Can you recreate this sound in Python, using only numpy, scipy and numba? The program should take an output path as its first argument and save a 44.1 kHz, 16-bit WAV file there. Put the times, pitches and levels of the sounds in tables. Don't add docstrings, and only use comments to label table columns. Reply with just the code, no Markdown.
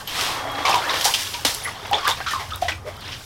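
import sys
import numpy as np
from scipy import signal
from scipy.fft import rfft, irfft, next_fast_len
from scipy.io import wavfile
from numba import njit

SR = 44100
rng = np.random.default_rng(int(sys.argv[2]) if len(sys.argv) > 2 else 0)


def file_out(sig):
    cols = np.atleast_2d(sig).T
    lim = np.clip(cols, -1, 1)
    pcm = np.round(lim * 32767).astype(np.int16)
    wavfile.write(sys.argv[1], SR, pcm)


N = 143325
T = np.arange(N) / SR

# time_s, level_db
SLOSH_RIDE = [(0, -37.5), (.1, -54), (.3, -31), (.48, -30), (.58, -32), (.68, -25), (.8, -29), (.92, -27),
              (1.02, -32.5), (1.25, -41.5), (1.6, -40), (1.85, -40.5), (2.0, -34.5), (2.17, -51),
              (2.42, -44), (2.8, -46), (3.1, -43), (3.25, -51)]
SLUSH_RIDE = [(0, -38.5), (.04, -57), (.2, -42), (.45, -44), (.63, -37), (.72, -47), (.82, -33.5),
              (.88, -34), (.92, -26), (1.17, -32.5), (1.43, -40), (1.52, -37), (1.89, -41), (1.97, -32.5),
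              (2.45, -43.5), (2.72, -52), (2.81, -59), (2.99, -47.5), (3.08, -34.5), (3.25, -48)]
SPRAY_RIDE = [(0, -41.5), (.05, -49), (.2, -51), (.45, -49), (.6, -44.5), (.87, -39.5), (1.0, -33),
              (1.1, -27.5), (1.22, -35.5), (1.33, -36.5), (1.445, -42.5), (1.5, -31), (1.6, -38.5),
              (1.76, -50), (2.12, -44.5), (2.65, -49.5), (2.82, -58.5), (3.1, -48.5), (3.25, -45.5)]
DRONE_RIDE = [(0, -55.5), (1.9, -48.5), (2.3, -46), (2.62, -37), (2.9, -40), (3.25, -50)]
SING_RIDE = [(.2, -56), (.39, -37), (.52, -33.5), (.63, -32.5), (.72, -54), (.9, -110)]

# frequency_hz, gain_db
RUMBLE_EQ = [(20, -8), (32, 4), (45, -6), (65, -1.5), (84, -1.5), (103, 7.5), (125, 3), (160, -6.5),
             (220, -6), (500, -13), (1500, -52), (15000, -62)]
SLOSH_EQ = [(120, -12), (220, -14.5), (285, -9), (400, -3.5), (520, -1), (820, 2.5), (1000, 2), (1150, 1.5),
            (1400, -3), (1850, -8), (2400, -14), (4000, -70)]
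SLUSH_EQ = [(700, -3), (1600, 8), (2400, 6), (3300, 10.5), (4300, 4), (5400, 1.5), (7000, -12.5),
            (16000, -51)]
SPRAY_EQ = [(1500, -42), (3500, 0), (5200, 7), (7000, 2.5), (9000, 0.5), (12500, -1.5), (16000, -8)]
SWISH_EQ = [(120, -8), (220, -12.5), (450, -8.5), (850, -3.5), (1250, -3), (1900, -4), (2600, -4),
            (3400, -3), (4400, -7), (5400, -7), (7000, -15), (8700, -16), (10500, -19), (15500, -25)]
BODY_EQ = [(100, -52), (240, -12), (330, -8), (500, 1.5), (850, 6.5), (1400, -0.5), (2200, 2.5),
           (4000, -36)]
SMACK_EQ = [(600, -51), (1300, -5), (2100, 0.5), (3200, 6), (4400, -0.5), (5500, -2.5), (7000, -12.5),
            (16000, -72)]
FIZZ_EQ = [(1500, 4.5), (2500, -9), (3500, 12), (5300, -21), (8000, -4), (10000, -19)]
DRIP_EQ = [(3000, -21), (5500, 3.5), (8300, 6), (11000, -8.5), (16000, -11)]
DROP_EQ = [(1000, -23), (5000, -10), (9000, 5.5), (13000, 2), (16000, -1)]

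# start_s, pitch_hz, level_db, swell_s, decay_s, glide_octaves_per_s
AIR_POCKETS = [(.002, 1630, -35, 0.0088, 0.013, -4), (0.072, 3110, -29.5, 0.0033, 0.028, 0.5),
               (0.186, 1270, -24, 0.0051, 0.0086, -8.5), (0.224, 399, -28.5, 0.0051, 0.0097, 4),
               (.604, 760, -24.5, 0.0037, 0.0099, 2.5), (.652, 1054, -16.5, 0.0046, 0.0055, 16),
               (.652, 2404, -14, 0.0018, 0.0075, -3), (0.684, 958, -11.5, 0.0049, 0.0016, 4),
               (.695, 799, -10.5, 0.0013, 0.0083, -3), (.692, 2970, -20, 0.0052, 0.0063, 0),
               (0.712, 5100, -17.5, 0.0007, 0.0045, 7), (0.719, 1120, -16, 0.003, 0.0044, 11),
               (0.728, 2760, -15, 0.0021, 0.0042, -17), (0.741, 900, -6.5, 0.00066, 0.0017, -12),
               (0.756, 950, -11, 0.0055, 0.0071, -4), (0.877, 1197, -21, .003, 0.0051, 3),
               (.892, 1940, -18, 0.0018, 0.0039, -1), (.893, 3710, -19, 0.0017, 0.005, -1),
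               (1.055, 742, -12.5, 0.0018, 0.0065, 14), (1.077, 880, -24, 0.0052, 0.01, 7),
               (1.137, 2834, -14.5, 0.0022, 0.0077, 4), (1.339, 948, -27.5, 0.014, 0.011, 1),
               (1.650, 2113, -24.5, 0.0069, 0.026, -3), (1.67, 1365, -20.5, 0.0072, 0.0075, -10.5),
               (1.911, 812, -16.5, 0.003, 0.0092, -15), (1.915, 805, -13, 0.017, 0.01, 2),
               (1.929, 2780, -15, 0.00093, 0.0052, 10), (1.932, 3250, -19.5, 0.0024, 0.0067, 7),
               (1.944, 818, -22, 0.0057, 0.011, 1.5), (2.020, 1120, -27, 0.017, .02, -1.5),
               (2.047, 1117, -19, .008, 0.032, 6.5), (2.072, 1244, -12, 0.0049, 0.0034, -3),
               (2.08, 1003, -16.5, 0.0019, 0.014, 4.5), (2.2025, 781, -30, 0.0029, 0.022, -1),
               (2.206, 1586, -28, 0.01, 0.013, -0.5), (2.264, 1276, -24.5, 0.0014, 0.052, 2),
               (2.311, 1760, -20.5, 0.0025, 0.011, -0.5), (2.3343, 1150, -13.5, 0.0008, 0.0071, 1.5),
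               (2.349, 1155, -19.5, 0.011, 0.015, -4.5), (2.517, 1222, -23.5, 0.0062, 0.012, 2),
               (2.543, 3600, -30, .002, .008, 2), (2.621, 696, -10.5, 0.0055, 0.0068, 5.5),
               (2.647, 710, -21, 0.0073, 0.0092, -1), (2.682, 2010, -17, 0.0011, 0.013, -0.5),
               (2.688, 1543, -23, 0.0039, 0.013, -2.5), (2.713, 318, -36, 0.0048, 0.025, 1),
               (2.719, 2510, -24, 0.0016, 0.011, -3.5), (2.863, 467, -33, 0.011, 0.012, -11)]
# start_s, rise_s, decay_s, body_db, smack_db, spray_db
FISH_SLAPS = [(0.073, 0.0022, 0.044, -38, -31, -40), (.203, 0.0056, 0.033, -45, -47, -27),
              (0.58, 0.0048, 0.028, -26.5, -33, -57), (0.651, 0.0025, 0.078, -38, -21, -32.5),
              (0.6874, 0.0012, 0.033, -26.5, -37, -33), (0.695, 0.00077, 0.0016, -24, -27, -32),
              (0.743, 0.0013, 0.0033, -23, -15.5, -41), (0.755, 0.0015, 0.0083, -36, -40, -32),
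              (0.894, 0.0011, 0.044, -26, -29.5, -51), (0.938, 0.0034, 0.026, -26, -35, -36),
              (1.01, 0.0012, 0.0061, -37, -22.5, -20.5), (1.043, 0.002, 0.032, -28.5, -30, -17.5),
              (1.05, 0.004, 0.0099, -29, -20.5, -21.5), (1.138, 0.003, 0.025, -32.5, -19.5, -25),
              (1.188, 0.0041, 0.063, -63, -32.5, -28), (1.335, 0.0052, 0.019, -39, -25.5, -51),
              (1.4484, 0.0021, 0.0043, -18, -19, -18), (1.45, 0.0011, 0.044, -26, -22, -22),
              (1.537, 0.012, 0.0029, -43, -54, -29), (1.667, 0.01, 0.03, -33, -34.5, -42),
              (1.849, 0.0035, 0.022, -31, -36, -63), (1.931, 0.0004, 0.0014, -20, -13.5, -33),
              (1.932, 0.0011, 0.026, -23.5, -30.5, -52), (2.043, .003, 0.035, -55, -26.5, -46),
              (2.077, 0.0034, 0.0019, -11.5, -17.5, -18.5), (2.084, 0.0064, 0.023, -22.5, -26.5, -25),
              (2.171, .003, 0.047, -36, -66, -54), (2.202, 0.0017, 0.0068, -28, -52, -68),
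              (2.263, 0.0018, 0.045, -62, -28, -50), (2.28, 0.0033, 0.042, -58, -33, -41.5),
              (2.307, 0.0035, 0.05, -40, -40, -34.5), (2.3315, 0.0008, 0.0022, -48, -30, -48),
              (2.389, 0.013, 0.037, -32.5, -37.5, -46), (2.505, .003, 0.0078, -65, -31.5, -50),
              (2.541, 0.0023, 0.011, -33.5, -37, -60), (2.612, 0.0073, 0.061, -38, -34.5, -38),
              (2.682, 0.00073, 0.02, -24, -24, -37), (2.851, 0.031, 0.04, -37, -44, -46.5),
              (3.110, 0.018, 0.018, -54, -31, -60)]
# start_s, pitch_hz, level_db
TACKLE_CLINKS = [(0.0747, 12450, -29), (1.636, 10400, -26.5), (1.6464, 10400, -29.5)]
# pitch_hz, relative_db
LINE_MODES = [(280, -9), (835, -6), (1152, -1.5), (1600, -19), (1820, -10), (2170, -12), (2690, -15),
              (3290, -6)]
# start_s, relative_db
DROP_HITS = [(0.518, -21.5), (.745, -17), (1.410, -24), (1.476, -17), (1.547, -10.5), (1.647, -16),
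             (1.869, -29), (1.912, -21), (2.050, -28), (2.0759, -11), (2.079, -13), (2.492, -30),
             (2.559, -16), (2.771, -38), (2.868, -37), (2.968, -34), (3.009, -28)]
# start_s, length_s, start_hz, end_hz, level_db
GAP_GURGLES = [(0.647, 0.08, 1132, 935, -21), (0.74, 0.041, 953, 892, -19),
               (0.798, 0.093, 1145, 1916, -30.5), (1.053, 0.052, 782, 950, -24),
               (1.643, 0.046, 2206, 1076, -31.5), (1.925, 0.056, 861, 657, -28.5),
               (1.967, 0.041, 795, 1584, -33), (2.063, 0.018, 1255, 2093, -19.5),
               (2.083, 0.0554, 772, 1103, -24.5), (2.26, 0.034, 1496, 1362, -26),
               (2.344, 0.11, 1228, 806, -32), (2.491, 0.089, 1609, 1159, -40),
               (2.839, 0.073, 425, 694, -33.5)]
# start_s, pitch_hz, level_db
BODY_THUMPS = [(1.451, 272, -20.5), (1.827, 400, -33), (1.941, 427, -24), (3.075, 302, -39.5)]
# delay_s, gain_db
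REFLECTIONS = [(.0061, -28.5), (0.0117, -19.5), (0.02, -18)]


def from_db(db):
    return 10 ** (np.asarray(db) / 20)


def rms_one(x):
    return x / np.sqrt(np.mean(x ** 2) + 1e-20)


def fader(ride):
    return from_db(np.interp(T, *np.transpose(ride)))


def colour(x, eq):
    hz, db = np.transpose(eq)
    size = next_fast_len(N)
    bins_hz = np.maximum(np.fft.rfftfreq(size, 1 / SR), 1)
    gain = from_db(np.interp(np.log(bins_hz), np.log(hz), db))
    return rms_one(irfft(rfft(x, size) * gain, size)[:N])


def drift(rate_hz):
    return rms_one(signal.sosfilt(signal.butter(2, rate_hz, fs=SR, output="sos"), rng.standard_normal(N)))


def resonance(hz, width_hz):
    phase = 2 * np.pi * np.cumsum(hz * np.ones(N)) / SR
    return drift(width_hz) * np.cos(phase) + drift(width_hz) * np.sin(phase)


def burst(start, rise, decay):
    age = T - start
    return np.clip(age / rise, 0, 1) * np.exp(-np.clip((age - rise) / decay, 0, 50))


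@njit
def pings(starts, gains, phase_steps, cycles, chirp, size):
    out = np.zeros(size)
    for k in range(len(starts)):
        life = cycles * 2 * np.pi / phase_steps[k]
        gain, loss = gains[k], np.exp(-1 / life)
        for i in range(min(int(5 * life), size - starts[k])):
            out[starts[k] + i] += gain * np.sin(phase_steps[k] * i * (1 + chirp * i / life))
            gain *= loss
    return out


def grains(eq, per_s, cycles, spread_db, hiss_db, chirp=0.02):
    sizes = from_db(spread_db * np.minimum(rng.exponential(1, N), 4)) * rng.choice([-1, 1], N)
    hz = np.minimum(rng.uniform(np.sqrt(eq[0][0]), np.sqrt(eq[-1][0]), N) ** 2, SR / 2)
    starts = np.flatnonzero(rng.random(N) < per_s / SR)
    phase_steps = 2 * np.pi * hz[starts] / SR
    rings = pings(starts, (sizes * hz)[starts], phase_steps, float(cycles), float(chirp), N)
    return rms_one(colour(rings, eq) + from_db(hiss_db) * colour(rng.standard_normal(N), eq))


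def low_bed():
    rumble = from_db(-44) * colour(rng.standard_normal(N), RUMBLE_EQ)
    return rumble + fader(DRONE_RIDE) * resonance(hz=84, width_hz=14)


def water():
    slosh = grains(SLOSH_EQ, per_s=1500, cycles=11.2, spread_db=5.5, hiss_db=1)
    fits = from_db(-1.5 * drift(25.4))
    slush = fits * grains(SLUSH_EQ, per_s=2000, cycles=12, spread_db=1.5, hiss_db=-7)
    spray = grains(SPRAY_EQ, per_s=3000, cycles=11, spread_db=2, hiss_db=5.5)
    return fader(SLOSH_RIDE) * slosh + fader(SLUSH_RIDE) * slush + fader(SPRAY_RIDE) * spray


def air_pockets():
    clean_below_hz = 1150
    wobble, roughness = .045 * drift(127), .33 * drift(330)
    out = np.zeros(N)
    for start, hz, db, swell, decay, glide in AIR_POCKETS:
        span = slice(int(start * SR), int(start * SR) + SR // 10)
        unrest = min(hz / clean_below_hz, 1) ** 2
        pitch_hz = hz * 2 ** (glide * (T[span] - start)) * (1 + unrest * wobble[span])
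        phase = 2 * np.pi * np.cumsum(pitch_hz) / SR
        tone = np.sin(phase) + from_db(-34) * np.sin(2 * phase)
        envelope = burst(start, swell, decay)[span] * (1 + unrest * roughness[span])
        out[span] += from_db(db) * envelope * tone
    return out


def line_swish():
    peak_s, rise_s, fall_s = .21, .098, .17
    width_s = np.where(T < peak_s, rise_s, fall_s)
    envelope = from_db(-24) * np.exp(-((T - peak_s) / width_s) ** 2)
    return envelope * grains(SWISH_EQ, per_s=5000, cycles=2.1, spread_db=1, hiss_db=-1)


def fish_slaps():
    body = grains(BODY_EQ, per_s=5000, cycles=.91, spread_db=3, hiss_db=-16)
    smack = grains(SMACK_EQ, per_s=5000, cycles=2.3, spread_db=1, hiss_db=-5)
    spray = grains(SPRAY_EQ, per_s=2800, cycles=.2, spread_db=-5.5, hiss_db=-31)
    fizz = grains(FIZZ_EQ, per_s=440, cycles=5.6, spread_db=6, hiss_db=-12)
    out = np.zeros(N)
    for start, rise, decay, body_db, smack_db, spray_db in FISH_SLAPS:
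        blow = from_db(body_db) * body + from_db(smack_db) * smack + from_db(spray_db) * spray
        out += burst(start, rise, decay) * blow
        out += burst(start, rise=.032, decay=.013) * from_db(smack_db - 13) * fizz
    return out


def thrown_drips():
    flight_s = .024
    power = np.zeros(N)
    for start, _, slap_decay, _, smack_db, _ in FISH_SLAPS:
        shower = from_db(smack_db - 24.5) * burst(start, rise=flight_s, decay=.052)
        power += slap_decay / flight_s * shower ** 2
    return np.sqrt(power) * grains(DRIP_EQ, per_s=270, cycles=27, spread_db=-1, hiss_db=-16, chirp=0)


def tackle_clinks():
    ring_s = .0063
    out = np.zeros(N)
    for start, hz, db in TACKLE_CLINKS:
        strike = burst(start, rise=.00032, decay=ring_s)
        tail = from_db(-17) * burst(start, rise=ring_s, decay=.043)
        out += from_db(db) * (strike + tail) * np.sin(2 * np.pi * hz * T)
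    return out * (1 + .87 * drift(220))


def line_sing():
    flutter_hz, wander_hz = 50, 14
    out = np.zeros(N)
    for hz, db in LINE_MODES:
        flutter = 1 + .45 * drift(flutter_hz)
        pitch_hz = hz + wander_hz * drift(flutter_hz)
        out += from_db(db) * flutter * np.sin(2 * np.pi * np.cumsum(pitch_hz) / SR)
    return fader(SING_RIDE) * rms_one(out)


def single_drops():
    envelope = sum(from_db(db) * burst(start, rise=.0002, decay=.0009) for start, db in DROP_HITS)
    return envelope * colour(rng.standard_normal(N), DROP_EQ) / 2


def gurgles():
    out = np.zeros(N)
    for start, length, start_hz, end_hz, db in GAP_GURGLES:
        progress = np.clip((T - start) / length, 0, 1)
        arch = np.sqrt(np.abs(np.sin(np.pi * progress)))
        pitch_hz = start_hz + (end_hz - start_hz) * progress
        out += from_db(db) * arch * resonance(pitch_hz, width_hz=.13 * start_hz)
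    return out


def body_thumps():
    return sum(from_db(db) * burst(start, rise=.0037, decay=.0078) * np.sin(2 * np.pi * hz * (T - start))
               for start, hz, db in BODY_THUMPS)


def shelter(x):
    t60_s, build_s, tail_db = .22, .011, -11
    t = T[:SR // 2]
    tail = rng.standard_normal(len(t)) * from_db(-60 * t / t60_s) * np.clip(t / build_s, 0, 1)
    damping = signal.butter(1, 9000, fs=SR, output="sos")
    response = signal.sosfilt(damping, tail / np.linalg.norm(tail)) * from_db(tail_db)
    for delay, db in REFLECTIONS:
        response[int(delay * SR)] += from_db(db)
    return x + signal.fftconvolve(x, response)[:N]


def scene():
    fish = fish_slaps() + body_thumps()
    wet = air_pockets() + gurgles() + water() + thrown_drips()
    gear = line_swish() + line_sing() + tackle_clinks()
    return (shelter(fish + wet + gear + single_drops()) + low_bed())[None]


def record(dry):
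    ceiling, cutoff_hz = .68, 15900
    rounded = dry / (1 + (dry / ceiling) ** 4) ** .25
    return signal.sosfilt(signal.ellip(12, .1, 90, cutoff_hz, fs=SR, output="sos"), rounded)


dry = scene()
out = record(dry)
file_out(out)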